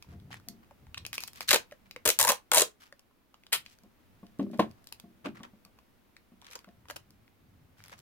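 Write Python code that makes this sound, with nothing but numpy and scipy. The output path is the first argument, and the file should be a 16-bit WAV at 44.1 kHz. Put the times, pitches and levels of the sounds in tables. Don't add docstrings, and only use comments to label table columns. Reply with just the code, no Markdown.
import sys
import numpy as np
from scipy import signal
from scipy.fft import rfft, irfft, next_fast_len
from scipy.io import wavfile
from scipy.ndimage import uniform_filter1d, map_coordinates

SR = 44100
rng = np.random.default_rng(int(sys.argv[2]) if len(sys.argv) > 2 else 0)


def volts(x):
    e = np.asarray(x, float) / 20
    return 10 ** e


def transcribe(u):
    v = np.clip(np.atleast_2d(u).T, -1, 1)
    q = np.round(v * 32767).astype(np.int16)
    wavfile.write(sys.argv[1], SR, q)


N = 353593

# time in seconds, snap level in dB, centre of the crackle in Hz.
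GLUE_RELEASES = [(1.4851, -17, 4400), (1.4908, -9, 4400), (1.5078, -7, 3700), (1.5093, -9, 4400),
                 (1.5137, -9, 8000), (1.515, -15, 4100), (1.5304, -9, 4500), (1.5333, -13, 3500),
                 (1.5354, -13, 3500), (1.5383, -20, 4400), (1.5439, -8, 6000), (1.5457, -17, 4300),
                 (1.5559, -24, 3500), (1.5602, -21, 4100), (2.0543, -12, 9000), (2.0587, -10, 8600),
                 (2.0623, -11, 8500), (2.0758, -11, 11000), (2.0784, -9, 8000), (2.0889, -8, 10600),
                 (2.0913, -9, 8600), (2.1027, -8, 10300), (2.1896, -5, 10900), (2.1976, -13, 6000),
                 (2.1994, -10, 10400), (2.2039, -8, 8300), (2.2128, -5, 11000), (2.2153, -11, 8200),
                 (2.2286, -9, 7500), (2.2397, -14, 8500), (2.2485, -16, 11000), (2.2499, -11, 8400),
                 (2.2722, -16, 8600), (2.2793, -13, 7600), (2.2897, -10, 8900), (2.2926, -9, 7400),
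                 (2.2971, -12, 7500), (2.2988, -14, 10500), (2.3032, -16, 8000), (2.3191, -12, 7000),
                 (2.5163, -11, 6700), (2.5174, -12, 7200), (2.5339, -12, 8600), (2.5374, -11, 8300),
                 (2.5462, -8, 8300), (2.55, -10, 9500), (2.5585, -9, 7000), (2.5624, -9, 8700),
                 (2.5699, -11, 6600), (2.5727, -8, 9000), (2.5752, -11, 8000), (2.5816, -5, 8300),
                 (2.5834, -8, 7500), (2.5876, -8, 7500), (2.5946, -10, 9500), (2.5979, -10, 7200),
                 (2.6065, -10, 7800), (2.6094, -10, 8200), (2.6184, -9, 8600), (2.6211, -9, 8000)]
# start in seconds, hollow plastic tone in dB, crackle width relative to its
# centre, sharp click in dB.
PULLS = [
    (1.4, 4, 1.4, -1),
    (2.0, -2, 2.2, -1.5),
    (2.15, -8, 1.5, -1.5),
    (2.45, -4, .6, -3.5),
]
# time in seconds, ring level in dB, pitch in Hz.
TAUT_STRIP = [(1.484, -50, 1150), (1.509, -33, 896), (1.53, -22, 490), (1.565, -26, 570),
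              (2.054, -26.5, 467), (2.102, -30, 460), (2.189, -29.5, 960), (2.25, -26.5, 977),
              (2.295, -20.5, 1002), (2.319, -26, 722), (2.516, -23, 973), (2.552, -27, 950),
              (2.573, -22.5, 572), (2.595, -29.5, 494), (2.62, -24, 493)]
# time in seconds, level in dB.
TEAR_LEVEL = [
    (3.519, -82),
    (3.522, -50),
    (3.527, -24),
    (3.533, -21.5),
    (3.545, -29),
    (3.562, -34),
    (3.59, -96.5),
]
# time in seconds, body in dB, bright part in dB re body.
FILM_BUCKLES = [(0.0247, -38.5, -1), (0.486, -37.5, 10.5), (1.0645, -31.5, 5.5), (1.1303, -25.5, -1),
                (1.1415, -35, 7), (1.1543, -34.5, 3), (1.205, -41, 12), (1.2366, -30, 6), (1.2765, -43, 12),
                (1.3328, -47, 6.5), (1.3592, -49, 7.5), (1.407, -24, -2), (1.911, -34, -4),
                (2.994, -51.5, 4), (4.712, -55, 7), (4.8422, -58, 9.5), (4.871, -52, 16.5),
                (4.9248, -35, 6), (4.9989, -49.5, 13), (5.6499, -47.5, 5), (7.106, -68.5, 19)]
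# time in seconds, body in dB, pitch in Hz.
NAIL_CLICKS = [(0.3059, -46, 785), (.329, -30.5, 1900), (0.342, -33, 1830), (0.71, -47, 890),
               (0.8678, -54, 860), (0.9444, -29.5, 2660), (0.973, -36.5, 1144), (1.051, -27.5, 2600),
               (1.1806, -20.5, 2440), (1.712, -43, 2580), (1.7209, -38.5, 590), (1.724, -38.5, 1880),
               (1.9621, -31.5, 2140), (1.963, -40.5, 508), (2.9252, -38, 1860), (3.3417, -47.5, 1204),
               (3.4361, -48, 2580), (3.4665, -39, 3050), (3.5247, -20.5, 2800), (3.6621, -36.5, 2510),
               (4.267, -49.5, 3002)]
# time in
# seconds, body in dB, bright part in dB re body, pitch in Hz.
SMALL_TICKS = [(5.4004, -47, -15, 1110), (5.434, -50, -19, 2214), (5.7875, -48, -8.5, 1040),
               (6.1664, -39.5, -13, 2360), (6.4163, -43, -16, 3500), (6.4224, -48.5, -9.5, 980),
               (6.4454, -44, -13, 3400), (6.5329, -32.5, -13.5, 3600), (6.467, -38, -14, 3300),
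               (6.517, -44, -20, 2260), (6.5547, -30, -9, 3800), (6.5904, -44, -3, 2530),
               (6.644, -43.5, -25, 2400), (6.855, -45, -15, 980), (6.885, -36, -26, 3150),
               (6.9, -26.5, -11, 1430), (6.9093, -34, 0, 1640), (6.9645, -29.5, -10.5, 3030),
               (7.279, -48, -26.5, 1975), (7.839, -42.5, -2, 2210), (7.8035, -44.5, -18, 1760),
               (7.882, -47.5, 4, 2080), (7.896, -47, 0, 1310), (7.927, -66, -8, 1740),
               (7.9903, -55, 10.5, 1500),
               (4.3883, -54, -2, 5800), (4.4935, -62, -6, 4500), (4.514, -50, -14, 5500), (4.5414, -60, 4, 3740),
          (4.575, -58, 8, 6000), (4.587, -47, -10, 5000), (4.5953, -30, -6, 3900), (4.638, -58, 3, 6000),
          (6.4295, -52, -12, 1000), (6.453, -50, -14, 3000), (6.479, -54, -10, 1000),
          (6.5043, -52, 4, 5200), (6.5124, -48, -3, 3750), (6.5235, -44, -6, 5200), (6.5598, -36, -8, 1000),
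          (6.56, -34, -10, 3000), (7.77, -60, -12, 1500), (7.8603, -54, 8, 1200), (7.9195, -56, 8, 4200),
          (7.9795, -56, -4, 5500), (3.5208, -36, -20, 3000), (3.529, -16.5, -20, 2900),
          (3.535, -20, -20, 2750), (3.558, -24, -20, 1350), (1.3826, -60, 0, 2270), (3.698, -58, 6, 5000),
          (3.728, -53, -6, 2500), (3.787, -58, 4, 1500), (3.835, -60, 6, 6000)]
# time in seconds, body in dB,
# bright part in dB re body, pitch in Hz.
FINGER_TAPS = [(.045, -52.5, -10, 950), (.2, -55, -10, 3500), (0.399, -50.5, -4, 1410),
               (.645, -57.5, -11, 2530), (.868, -52.5, -20, 2200), (.976, -30, -20, 2570),
               (.979, -29, -19, 3900), (0.9817, -39.5, -15, 3300), (1.149, -41, 3.5, 2300),
               (1.209, -45, -6, 2300), (1.232, -53, -7, 770), (1.2811, -33, -5.5, 3220),
               (1.4167, -34, -4.5, 2000), (1.56, -13.5, -21, 2480), (1.5138, -12, -19, 1680),
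               (2.925, -49, -23, 555), (2.997, -60, 2, 1100), (3.111, -61, -11.5, 1060),
               (3.217, -64, -13.5, 1056), (3.343, -43.5, -23, 2900), (4.889, -51, -2, 3580),
               (4.9225, -47, -4, 905), (4.946, -53, -12, 2700), (4.999, -57, -10, 1050),
               (5.26, -32, -20, 2660), (5.371, -46, -12, 1820), (5.353, -47, -9, 1240),
               (5.436, -39, -15, 1860), (5.433, -39, -8, 3480), (5.789, -49, -17, 2580),
               (6.645, -44.5, -13, 1400), (6.689, -52.5, -10, 1800), (6.711, -63, -6, 1500),
               (6.91, -41.5, -20.5, 586), (6.965, -46.5, -15, 600), (.713, -49.5, -20, 560),
               (4.397, -32.5, -30, 695), (4.399, -44, -30, 1076), (4.424, -37, -30, 530),
               (4.465, -44, -30, 563), (4.466, -49.5, -31.5, 1120), (4.5, -46.5, -29.5, 610),
               (4.54, -42, -21, 540), (4.545, -47.5, -19.5, 1880), (4.5959, -17, -30, 1100),
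               (4.597, -24, -29.5, 653), (4.599, -24.5, -24.5, 1752), (5.257, -35, -25, 1086),
               (5.269, -33.5, -24, 1450), (6.557, -46.5, -20, 520), (6.5, -58, -18, 518),
               (7.92, -50, -21.5, 540)]
CONTACT_RING_DB = (-3, 1, -5, 1)
# start in seconds, length in seconds, level in dB, pitch in Hz,
# fizz in dB re level.
RUBS = [(1.476, 0.029, -42, 3600, 0), (1.5, .009, -41, 2100, 4), (1.128, .05, -54, 2300, 8),
        (1.42, .06, -66, 2000, 4), (4.51, .09, -70, 1800, 4), (4.4, .06, -68, 2500, -6),
        (1.495, 0.025, -38.5, 2500, 1.5), (1.34, 0.079, -63, 1800, 3.5), (4.594, 0.012, -44, 2500, -16),
        (0.084, 0.091, -66.5, 1100, 0), (0.302, 0.087, -55.5, 1650, -18), (4.62, 0.29, -76.5, 583, 2),
        (0.63, 0.012, -65, 780, -22), (1.2, 0.067, -58, 2600, 7.5), (1.15, 0.13, -63, 2400, 12),
        (1.08, 0.012, -73, 930, -13), (1.271, 0.018, -52, 3100, 6), (1.405, 0.04, -54, 2100, 8),
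        (1.855, .025, -73, 1300, -30), (2.796, 0.11, -66.5, 1500, 3), (6.552, 0.017, -52, 590, 4.5),
        (3.65, 0.12, -66, 2500, 3), (5.243, 0.056, -51.5, 820, -36), (5.347, 0.063, -59.5, 950, -30),
        (5.432, 0.03, -55, 850, -15), (6.416, 0.22, -65, 1430, -20.5), (6.506, 0.04, -56, 1810, 3),
        (6.885, 0.037, -52.5, 790, 5.5), (6.959, 0.014, -48, 630, 9), (7.77, 0.29, -68, 1460, 2),
        (7.916, 0.04, -55, 1100, -6), (7.97, .06, -70, 3000, 4)]
# time in seconds, peak in dB, clack in dB re peak, main pitch in Hz.
TABLE_KNOCKS = [(0.122, -44.5, -19, 195), (0.479, -42.5, -20.5, 195), (3.835, -49.5, -8.5, 204),
                (4.229, -40.5, -14, 200.9), (4.3935, -17, -16, 275), (4.532, -30, -9.5, 227),
                (4.593, -15.5, -0.8, 314.5), (5.039, -42, -20, 216.6), (5.256, -26, -8, 281),
                (5.404, -39.5, -9, 217.6), (5.533, -49, -12, 213.7), (5.657, -54.5, -4, 199),
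                (6.319, -48.5, -16, 224), (6.673, -45, -9.5, 201)]
# pitch in Hz, level in dB.
TABLE_RINGS = [(197, -1), (231, 0.5), (315, -5.5), (390, -10.5)]
# pitch in Hz, level in dB, time to fall 60 dB in seconds.
CLACK_RINGS = [(505, -3, .05), (575, -2, .045), (694, -6, .05), (870, 0, .04), (1100, 5, .045),
               (1480, -5, .03), (2050, -12, .025)]
# time in seconds, level in dB.
PANEL_BUMPS = [(.121, -57.5), (.474, -54.5), (4.235, -61), (5.036, -57.5), (6.674, -58)]
# start in seconds, length in seconds, level in dB, pitch in Hz.
TABLE_SHAKES = [(0.067, 0.19, -48, 110), (0.205, 0.26, -51.5, 116), (0.462, 0.17, -59.5, 198),
                (0.816, 0.065, -55, 113), (0.861, 0.097, -53.5, 64), (0.964, 0.18, -53, 91),
                (1.485, 0.045, -50, 111), (2.068, 0.031, -44.5, 71), (2.175, 0.11, -51, 93),
                (2.523, 0.1, -58.5, 80), (3.521, 0.17, -65, 152), (4.39, 0.26, -58, 134),
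                (4.578, 0.2, -52.5, 111), (5.231, 0.25, -56.5, 133.5), (6.698, 0.74, -63, 98.9),
                (7.395, 0.44, -61.5, 102.6), (7.747, 0.48, -62, 100.3)]
# time in seconds, level in dB.
FLOOR_LEVEL = [(0, -68.5), (1.5, -65.5), (3.2, -87.5), (4.2, -66), (6.3, -75.5), (8.03, -76)]
# centre in Hz, width in Hz, level in dB.
SHELL_MODES = [(228, 150, -22), (493, 68, 1), (617, 46, 3), (950, 350, 2), (1500, 3900, -4.5),
               (2400, 290, -8)]
# frequency in Hz, level in dB.
SNAP_COLOUR = [(820, -23.5), (1400, -9.5), (2300, -9), (4300, -6.5), (6800, -4.5), (11300, -6), (14900, -6),
               (16500, -28)]
HOLLOW_COLOUR = [(700, -37), (1400, 0), (2400, 0), (4200, 3), (7000, -29)]
TEAR_COLOUR = [(150, -38), (400, -17), (1300, -7), (2000, -7.5), (2900, -1.5), (4500, -6), (6600, -15),
               (8000, -9), (15000, -12), (16500, -30)]
FIZZ_COLOUR = [(2500, -12), (5000, 0.5), (8000, -8), (14000, -6.5), (16500, -14.5)]
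THUD_COLOUR = [(60, -36), (130, -4.5), (280, -7), (600, 5), (1200, -14), (3500, -18.5), (8000, -39)]
RUMBLE_COLOUR = [(14, -47), (24, -14.5), (45, -5), (102, 1), (171, -9), (190, 0), (250, -30), (420, -120)]
HUSH_COLOUR = [(20, -15), (62, -11), (160, -20.5), (225, -12), (400, -20.5), (2500, -30.5), (8000, -42),
               (16000, -36)]
# frequency in Hz, likeness from 0 to 1.
LIKENESS = [(60, 0.083), (300, 0.52), (700, 0.083), (3000, 0.21), (15000, .02)]
# frequency in Hz, time to fall 60 dB in seconds.
ROOM_DECAY = [(200, 0.21), (500, .14), (1000, 0.17), (4000, 0.15), (12000, 0.13)]
# frequency in Hz, level in dB.
LEFT_FAVOUR = [(100, .3), (1000, .6), (3000, 0), (8000, 2), (14000, 1.8)]

PITCH_SCATTER = 0.09
FILM_HZ, FILM_SCATTER = 2550, 0.05
NAIL_BRIGHT_DB = -11
TOP_RING_DB, TOP_T60_S = -13, 0.19
CLACK_DAMPS_S = 0.018
PANEL_HZ, PANEL_T60_S = 695, 0.2
HUSH_DB, HUSH_FOLLOWS = -68.5, 0.2
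LAG_S = 0.000093
TOP_HZ = 16300


def unit(x):
    return x / np.sqrt(np.mean(x ** 2) + 1e-20)


def along(points, hz):
    f, v = np.transpose(points)
    return np.interp(np.log(hz + 1), np.log(f + 1), v)


def level_curve(rows):
    s, db = np.transpose(rows)
    return np.interp(np.arange(N) / SR, s, db, -120, -120)


def filtered(x, response):
    m = next_fast_len(N + SR // 2)
    return irfft(rfft(x, m) * response(np.fft.rfftfreq(m, 1 / SR)), m)[..., :N]


def coloured(x, spectrum):
    return filtered(x, lambda hz: unit(volts(along(spectrum, hz))))


def around(rows, hz, width):
    f = np.fft.rfftfreq(rows.shape[1], 1 / SR)
    c = np.reshape(hz, (-1, 1))
    band = 1j * f * width * c / (c * c - f * f + 1j * f * width * c)
    power = np.mean(np.abs(band) ** 2, 1, keepdims=True)
    return irfft(rfft(rows) * band / np.sqrt(power), rows.shape[1])


def wobble(rate):
    knots = rng.standard_normal(int(N * rate / SR) + 4)
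    return map_coordinates(knots, [np.arange(N) * rate / SR])


def grit(spread_db, size):
    luck = rng.random((*size, 2))
    grains = (2 * luck[..., 0] - 1) * volts(-spread_db * np.log(luck[..., 1] + 0.032))
    return grains / np.sqrt(np.mean(grains ** 2, -1, keepdims=True))


def place(times, sounds):
    start = np.round(np.asarray(times) * SR).astype(int)
    index = start[:, None] + np.arange(sounds.shape[1])
    return np.bincount(index.ravel(), sounds.ravel(), N + SR)[:N]


def rings(hz, db, t60, attack, size):
    t = np.arange(size) / SR
    col = lambda v: np.reshape(v, (-1, 1))
    envelope = volts(col(db) - 60 * t / col(t60)) * (1 - np.exp(-t / col(attack)))
    return envelope * np.sin(2 * np.pi * col(hz) * t)


def bursts(db, t60, spread_db, size, attack=0.00019, spike=0):
    t = np.arange(size) / SR
    grains = grit(spread_db, (len(db), size)) * volts(-60 * t / t60) * (1 - np.exp(-t / attack))
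    grains[:, 8] += spike * np.sign(grains[:, 8])
    return grains * volts(np.reshape(db, (-1, 1)))


def swells(db, length, size):
    u = np.clip(np.arange(size) / SR / np.reshape(length, (-1, 1)), 0, 1)
    return volts(np.reshape(db, (-1, 1))) * np.sin(np.pi * u ** 0.55)


def both(common, left, right, share):
    share = np.clip(share, 0, 1)
    return np.sqrt(1 - share) * common + np.sqrt(share) * np.array([left, right])


def releases():
    s, db, crackle_hz = np.transpose(GLUE_RELEASES)
    at, ring_db, hz = np.transpose(TAUT_STRIP)
    scatter = 1 + PITCH_SCATTER * rng.standard_normal(len(s))
    return s, db, crackle_hz, np.interp(s, at, ring_db) - db, np.interp(s, at, hz) * scatter


def shell(hz):
    total = 0
    for k, (c, width, db) in enumerate(SHELL_MODES):
        total = total + (-1) ** k * volts(db) * 1j * hz * width / (c * c - hz * hz + 1j * hz * width)
    return total


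def peel():
    s, db, crackle_hz, ring_db, hz = releases()
    start, tone_db, width, click_db = np.transpose(PULLS)
    pull = np.searchsorted(start, s) - 1
    sprays = []
    for _ in range(3):
        crack = bursts(db - 2.5, 0.0062, spread_db=5.0, size=1800, attack=0.0003)
        threads = bursts(db - 18.5, 0.02, spread_db=6, size=1800)
        sprays.append(place(s - 0.0005, around(crack + threads, crackle_hz, width[pull, None])))
    click = place(s - 0.0003, bursts(db + click_db[pull], 0.0004, spread_db=2.5, size=60, spike=1.6))
    snaps = both(*sprays, share=0.73) + click
    tone = place(s, bursts(db - 10.5 + tone_db[pull], 0.018, spread_db=5, size=1500))
    strip = place(s, rings(hz, db + ring_db + 4.0, 0.028, 0.0014, size=3000))
    jolt = place(s, bursts(db + ring_db + 14.5, 0.023, spread_db=6.5, size=1200))
    return coloured(snaps, SNAP_COLOUR) + coloured(tone, HOLLOW_COLOUR) + strip + filtered(jolt, shell)


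def tear():
    at = round(TEAR_LEVEL[0][0] * SR)
    spray = np.pad(both(*grit(4, (3, 4000)), share=0.25), ((0, 0), (at, N - at - 4000)))
    level = volts(level_curve(TEAR_LEVEL) + 0.75 * wobble(360))
    return coloured(level * spray, TEAR_COLOUR)


def contacts():
    film = [(*row, FILM_HZ * (1 + FILM_SCATTER * rng.normal())) for row in FILM_BUCKLES]
    nails = [(s, db, NAIL_BRIGHT_DB, hz) for s, db, hz in NAIL_CLICKS]
    kinds = (film, nails, SMALL_TICKS, FINGER_TAPS)
    return np.transpose([(*row, ring_db) for rows, ring_db in zip(kinds, CONTACT_RING_DB) for row in rows])


def ticks():
    s, db, bright_db, hz, ring_db = contacts()
    soft_db = 0.4 * np.minimum(bright_db + 18, 0)
    body = rings(hz, db + ring_db, (110 / hz) ** 2 + 0.006, 0.3 / hz, size=1500)
    u = 1j * np.fft.rfftfreq(1500, 1 / SR) / hz[:, None]
    band = (u / (u + 0.35)) ** 2 / (1 + u / 1.6 + (u / 1.6) ** 2) / (1 + u / 3)
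    band = band * np.sqrt(8000 / hz[:, None])
    grains = bursts(db - 1 + soft_db, 0.009, spread_db=4, size=1500, attack=0.0003, spike=2.2)
    puff = irfft(rfft(grains) * band, 1500)
    spark = lambda: bursts(db + bright_db + 2.5, 0.007, spread_db=6, size=600, attack=0.0003, spike=0.2)
    sparks = both(*[place(s, spark()) for _ in range(3)], share=0.35)
    return place(s, body + puff) + coloured(sparks, FIZZ_COLOUR)


def hands():
    s, length, db, hz, fizz_db = np.transpose(RUBS)
    size = 13000
    rub = lambda: around(around(grit(8, (len(s), size)), hz, width=1.6), hz, width=2.5) * 1.6
    scrape = [place(s, swells(db, length, size) * rub()) for _ in range(2)]
    fizz = [place(s, swells(db + fizz_db, length, size) * grit(7, (len(s), size))) for _ in range(2)]
    clumps = volts(5 * np.tanh(wobble(130)) + 5 * np.tanh(1.3 * wobble(500)) - 6)
    wide_scrape = both(scrape[0], scrape[1], -scrape[1], share=0.81)
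    wide_fizz = both(fizz[0], fizz[1], -fizz[1], share=0.43)
    return clumps * (wide_scrape + coloured(wide_fizz, FIZZ_COLOUR))


def knocks():
    s, db, clack_db, hz = np.transpose(TABLE_KNOCKS)
    top_t60 = TOP_T60_S - CLACK_DAMPS_S * clack_db
    note = place(s, rings(hz, db - 4.0, 0.13, 0.002, size=5000))
    modes = [(c, level, TOP_RING_DB, top_t60) for c, level in TABLE_RINGS]
    modes += [(c, level, clack_db - 4.5, t60) for c, level, t60 in CLACK_RINGS]
    ringing = 0
    for c, level_db, blow_db, t60 in modes:
        pitch_luck, level_luck = rng.normal(0, 1, (2, len(s)))
        mode_db = db + blow_db + level_db + 1.5 * level_luck
        ringing = ringing + place(s, rings(c * (1 + 0.03 * pitch_luck), mode_db, t60, 0.002, size=13000))
    rattle = 1 + 0.65 * np.tanh(wobble(60))
    thud = place(s, bursts(db + clack_db - 4.0, 0.13, spread_db=3.5, size=12000, attack=0.00085))
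    return note + ringing * rattle + coloured(thud, THUD_COLOUR)


def panel():
    s, db = np.transpose(PANEL_BUMPS)
    return place(s, rings(PANEL_HZ, db, PANEL_T60_S, 0.0039, size=8000))


def room(x):
    turn = (np.arange(N) // 1500) % 3
    hz, t, z = signal.stft(rng.standard_normal((3, 2, SR // 4)), SR, nperseg=256)
    decay = volts(-60 * t / along(ROOM_DECAY, hz)[:, None])
    tails = signal.istft(z * decay, SR, nperseg=256)[1]
    wet = 0
    for k, tail in enumerate(tails):
        fade = uniform_filter1d(1.0 * (turn == k), size=300)
        wet = wet + signal.oaconvolve(x * fade, tail / np.linalg.norm(tail[0]), axes=1)
    return np.pad(wet, ((0, 0), (130, 0)))[:, :N]


def stereo_noise(spectrum):
    turn = lambda hz: np.arccos(np.clip(along(LIKENESS, hz), -1, 1)) / 2
    response = lambda hz: volts(along(spectrum, hz)) * [np.cos(turn(hz)), np.sin(turn(hz))]
    mid, side = filtered(rng.standard_normal((2, N)), response)
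    return unit(np.array([mid + side, mid - side]))


def background():
    s, length, db, hz = np.transpose(TABLE_SHAKES)
    noise = rng.standard_normal((len(s), 24000))
    low = around(around(noise, hz, width=0.91), hz, width=0.91)
    shake = place(s, swells(db, length, size=24000) * low / low.std(1, keepdims=True))
    floor_db = level_curve(FLOOR_LEVEL)
    rumble = volts(floor_db + 1.2 * wobble(6)) * stereo_noise(RUMBLE_COLOUR)
    hush_db = HUSH_DB + HUSH_FOLLOWS * (floor_db - HUSH_DB) + 4.0
    hush = volts(hush_db) * stereo_noise(HUSH_COLOUR)
    return hush + rumble + shake * volts([[0.6], [-0.6]])


def scene():
    tape = peel() + tear()
    small = ticks() + hands()
    table = knocks() + panel()
    side = np.array([[1], [-1]])
    lean = lambda hz: volts(side * along(LEFT_FAVOUR, hz)) * np.exp(1j * np.pi * hz * side * LAG_S)
    direct = filtered(tape + small + table, lean)
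    echoes = room(volts(-6.5) * tape + volts(-9.5) * small + volts(-11.0) * table)
    return direct + echoes + background()


def top_cut(x):
    return signal.sosfilt(signal.butter(12, 17150, fs=SR, output="sos"), x)


def record(dry):
    bent = dry / (1 + np.abs(dry / 0.85) ** 6) ** (1 / 6)
    mix = filtered(bent, lambda hz: 1 / (1 + (hz / TOP_HZ) ** 60))
    return top_cut(mix)


dry = scene()
out = record(dry)
transcribe(out)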